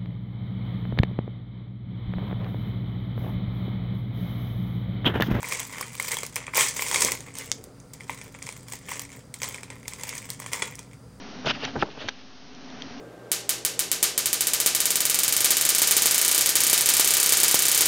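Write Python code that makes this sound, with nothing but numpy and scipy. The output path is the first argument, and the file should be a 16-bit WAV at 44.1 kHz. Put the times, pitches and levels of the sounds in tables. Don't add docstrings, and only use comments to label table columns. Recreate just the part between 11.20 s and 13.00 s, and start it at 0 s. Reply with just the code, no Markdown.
import sys
import numpy as np
from scipy import signal
from scipy.fft import rfft, irfft
from scipy.io import wavfile
from scipy.ndimage import uniform_filter1d

SR = 44100
rng = np.random.default_rng(int(sys.argv[2]) if len(sys.argv) > 2 else 0)


def invert_db(x):
    u = np.asarray(x, float) / 20
    return 10 ** u


def master_out(mix):
    frames = np.transpose(np.atleast_2d(mix))
    ceiling = np.clip(frames, -1, 1)
    pcm = np.round(ceiling * 32767).astype(np.int16)
    wavfile.write(sys.argv[1], SR, pcm)


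N = 79380


def evened(x):
    return x / np.sqrt(np.mean(x ** 2) + 1e-20)


def coloured(x, spectrum):
    table_hz, table_db = np.transpose(spectrum)
    hz = np.fft.rfftfreq(len(x), 1 / SR)
    gain_db = np.interp(np.log(hz + 1), np.log(table_hz + 1), table_db)
    return evened(irfft(rfft(x) * invert_db(gain_db), len(x)))


def add(mix, start_s, sound):
    part = mix[round(start_s * SR):][:len(sound)]
    part += sound[:len(part)]


# freq_hz [Hz], relative_db [dB per Hz]
ROOM_SPECTRUM = [(15, -71.5), (25, -18.5), (124, -13), (260, -3), (307, -11), (460, -15.5), (519, -13),
                 (691, -14.5), (1350, -17), (1930, -19.5), (5510, -26), (7520, -52), (9780, -89.5),
                 (16500, -120)]
# centre_hz [Hz], width_hz [Hz], level_db [dB]
DRONE_BANDS = [(202.5, 90, -59.5), (254.3, 21, -47.5), (276.9, 10, -52), (416.5, 46, -57), (727, 78, -57),
               (3070, 350, -61), (4150, 60, -66)]
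# pitch_hz [Hz], level_db [dB]
WHINE_TONES = [(5708, -61.5), (6290, -67.5)]


def room():
    room_db = -43
    hz = np.fft.rfftfreq(N, 1 / SR)
    out = invert_db(room_db) * coloured(rng.standard_normal(N), ROOM_SPECTRUM)
    for centre_hz, width_hz, level_db in DRONE_BANDS:
        resonance = 1 / (1 + (2 * (hz - centre_hz) / width_hz) ** 2)
        band = irfft(rfft(rng.standard_normal(N)) * resonance, N)
        out += invert_db(level_db) * evened(band)
    for pitch_hz, level_db in WHINE_TONES:
        drift_rad = np.cumsum(rng.standard_normal(N)) * 0.02
        tone = np.sin(2 * np.pi * pitch_hz * np.arange(N) / SR + drift_rad)
        out += invert_db(level_db) * np.sqrt(2) * tone
    return out


def ring(modes, centre_hz, octaves, jitter, rise_cycles):
    jitter_db, jitter_rad, start_rad = 1.1, 0.4, 0.5
    t = np.arange(SR // 6) / SR
    mode_hz, mode_db, t60_s = np.transpose(modes)[:, :, None]
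    level_db = mode_db - 6 * (np.log2(mode_hz / centre_hz) / octaves) ** 2 + jitter_db * jitter[:, :1]
    waves = np.sin(2 * np.pi * mode_hz * t + start_rad + jitter_rad * jitter[:, 1:])
    decaying = (invert_db(level_db - 60 * t / t60_s) * waves).sum(0)
    onset = 1 - np.exp(-(t * centre_hz / rise_cycles) ** 2)
    return decaying * onset / np.sqrt((invert_db(level_db) ** 2).sum()) / 2


# start_s [s], strength_db [dB], centre_hz [Hz]
CREASE_SNAPS = [(0.2578, -17, 4800), (0.3001, -15.5, 2900), (0.308, -11.5, 2740), (0.4511, -7.5, 4960),
                (0.6293, -18, 3550), (0.8797, -8.5, 4400), (.8859, 6, 2400), (0.889, -6.5, 3300),
                (.8889, 3, 2500), (0.8897, 4, 3500), (0.8937, -15, 3500), (0.896, -16, 6000),
                (1.349, -21, 5300), (1.429, -43, 5300), (1.483, -34, 5300), (1.502, -21, 5300),
                (1.6065, -26, 2500), (1.621, -12.5, 4230), (1.6254, -32, 4500)]
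# mode_hz [Hz], mode_db [dB], t60_s [s]
SHEET_MODES = [(553, -2.5, 0.022), (920, -1, 0.023), (1650, 1, 0.012), (1890, -3.5, 0.01),
               (2580, -4.5, 0.0082), (3233, -0.5, 0.013), (3700, 3, 0.0065), (4230, 0.5, 0.0062),
               (4800, -4, 0.0059), (5300, -4, .007), (5540, -11.5, 0.016), (5830, -10, 0.018),
               (7340, -22.5, 0.0017)]


def snaps():
    octaves, rise_cycles = 1.05, 0.91
    out = np.zeros(N)
    jitters = rng.standard_normal((len(CREASE_SNAPS), len(SHEET_MODES), 2))
    for (start_s, strength_db, centre_hz), jitter in zip(CREASE_SNAPS, jitters):
        add(out, start_s, invert_db(strength_db) * ring(SHEET_MODES, centre_hz, octaves, jitter, rise_cycles))
    return out


# start_s [s], strength_db [dB], centre_hz [Hz], spread [octaves]
TUB_BLOWS = [(0.2457, -13.5, 600, 1.4), (0.2506, -23.5, 300, 1.7), (0.2602, -40, 135, 0.22),
             (0.266, -13.5, 450, 1.2), (.2682, -35, 920, .3), (0.3056, -27, 500, 1.8),
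             (0.3142, -20, 1500, 0.21), (0.434, -16.5, 400, 1.33), (0.4722, -36, 96, 0.35),
             (.4767, -22, 850, 0.23), (.5557, -10.5, 550, 0.96), (.5587, -35, 300, 1.34),
             (.5622, -10, 850, 0.78), (0.567, -20.5, 180, 0.65), (0.6249, -2, 1000, 0.47),
             (0.6271, -1.5, 750, 0.76), (.63, -15.5, 722, 1.4), (.6864, -13, 554, 0.78),
             (0.7739, -11, 490, 1.4), (0.8404, -25, 96, 0.22), (0.8477, -34.5, 350, 1.3),
             (0.8846, -9, 710, 0.48)]
# mode_hz [Hz], mode_db [dB], t60_s [s]
TUB_MODES = [(96, -4, 0.24), (135, -1.5, 0.3), (205, -8.5, 0.014), (322, -7, 0.067), (430.3, 1, 0.053),
             (560, 0, 0.027), (638, -5, 0.024), (815, -1, 0.035), (920, -6.5, 0.025), (1210, 2, 0.018),
             (1317, 2, 0.016), (1500, 3, 0.032), (1750, -17.5, 0.0047), (1950, -11.5, 0.034),
             (2730, -11, .015)]


def blows():
    rise_cycles = 0.3
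    out = np.zeros(N)
    jitters = rng.standard_normal((len(TUB_BLOWS), len(TUB_MODES), 2))
    for (start_s, strength_db, centre_hz, octaves), jitter in zip(TUB_BLOWS, jitters):
        add(out, start_s, -invert_db(strength_db) * ring(TUB_MODES, centre_hz, octaves, jitter, rise_cycles))
    return out


def grains(lo_hz, hi_hz, per_s, count=24):
    spread_db, packet_cycles, smooth_share = 2.5, 3.38, 0.59
    out = np.zeros(N)
    for hz in np.geomspace(lo_hz, hi_hz, count):
        u = np.arange(0, 3, hz / SR / packet_cycles)
        packet = u * np.exp(-2 * u) * np.sin(2 * np.pi * packet_cycles * u) * hz / hi_hz
        size_db = spread_db * np.minimum(rng.exponential(1, N), 4)
        size = invert_db(size_db) * rng.choice([-1, 1], N)
        hits = rng.random(N) < per_s / count / SR
        out += signal.oaconvolve(size * hits, packet)[:N]
    bed = rng.standard_normal(N)
    return np.sqrt(1 - smooth_share) * evened(out) + np.sqrt(smooth_share) * bed


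# time_s [s], rustle_db [dB], scuff_db [dB], rumble_db [dB]
DRAG_LEVELS = [(0.249, -53, -78, -60), (0.261, -30, -31, -34.5), (0.27, -28.5, -24.5, -30),
               (0.29, -25, -40, -31), (.3, -21.5, -31, -37), (.312, -24.5, -26, -39),
               (0.324, -47.5, -58, -48), (0.356, -36.5, -44, -42.5), (.378, -50.5, -49, -50),
               (0.417, -38.5, -49, -55), (0.434, -37, -35.5, -36), (0.449, -26.5, -43, -42),
               (0.47, -42.5, -46, -58), (0.486, -39.5, -39.5, -59), (.53, -58, -68, -74),
               (.552, -66, -57, -37), (.574, -77, -43, -27.5), (.586, -79, -46, -32.5),
               (0.591, -42.5, -40, -55), (.621, -31.5, -51, -27.5), (.645, -44.5, -33.5, -28),
               (0.668, -42.5, -36, -38), (0.689, -49, -40, -38.5), (.706, -36.5, -49, -36),
               (.73, -44, -47, -40), (0.774, -42.5, -36.5, -50), (0.797, -34.5, -44, -42),
               (.816, -26.5, -29.5, -37.5), (0.831, -32.5, -36, -34.5), (.856, -34, -37, -34),
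               (.874, -36.5, -43, -35.5), (.9, -40.5, -37, -50), (.915, -43.5, -57, -74),
               (.97, -48.5, -59, -59.5), (1.021, -43, -67, -68)]
# freq_hz [Hz], relative_db [dB]
PAPER_SPECTRUM = [(300, -25), (800, -18.5), (1500, -2), (2100, -5), (2800, 0.5), (3800, -6.5), (5000, -9.5),
                  (6500, -23), (7500, -47)]
SCUFF_SPECTRUM = [(200, -16.5), (400, -10), (600, 0), (900, -4.5), (1300, -9.5), (2000, -20), (3000, -27.5)]
RUMBLE_SPECTRUM = [(20, 2), (60, -11), (135, -0.5), (280, 0.5), (450, -6), (800, -45.5)]


def drag():
    time_s, *levels_db = np.transpose(DRAG_LEVELS)
    rustle = coloured(grains(705, 6710, per_s=4500), PAPER_SPECTRUM)
    scuff = coloured(grains(336, 2520, per_s=2500), SCUFF_SPECTRUM)
    rumble = coloured(rng.standard_normal(N), RUMBLE_SPECTRUM)
    out = np.zeros(N)
    for layer, level_db in zip([rustle, scuff, rumble], levels_db):
        out += layer * invert_db(np.interp(np.arange(N) / SR, time_s, level_db, -90, -90))
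    return out


def scene():
    return (room() + snaps() + blows() + drag())[None]


def top_cut(x):
    return signal.sosfilt(signal.butter(12, 7670, fs=SR, output="sos"), x)


# freq_hz [Hz], relative_db [dB per Hz]
HISS_SPECTRUM = [(100, 11), (1000, -1), (3200, 5), (5300, 5.5), (6500, -2.5), (7600, -38.5)]


def record(dry):
    sense_hz, delay_s = 1500, 0.004
    duck_db, fall_s, hold_s, recover_s = -9, 0.006, 0.56, 0.42
    mic_low_hz, hiss_db, edge_hz, offset = 33.5, -54, 7250, -0.0048
    sensed = signal.lfilter(*signal.butter(2, sense_hz, fs=SR), dry[0])
    peak = np.argmax(uniform_filter1d(sensed ** 2, size=300))
    since_s = (np.arange(N) - peak) / SR - delay_s
    fall = np.clip(since_s / fall_s, 0, 1)
    recovery = np.clip(1 - (since_s - hold_s) / recover_s, 0, 1)
    low_cut = signal.lfilter(*signal.butter(1, mic_low_hz, "high", fs=SR), dry)
    hiss = invert_db(hiss_db) * coloured(rng.standard_normal(N), HISS_SPECTRUM)
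    wired = low_cut * invert_db(duck_db * fall * recovery) + hiss
    band_limit = signal.firwin(255, edge_hz, window=("kaiser", 9), fs=SR)
    mix = signal.oaconvolve(wired, band_limit[None], "same") + offset
    return top_cut(mix)


dry = scene()
out = record(dry)
master_out(out)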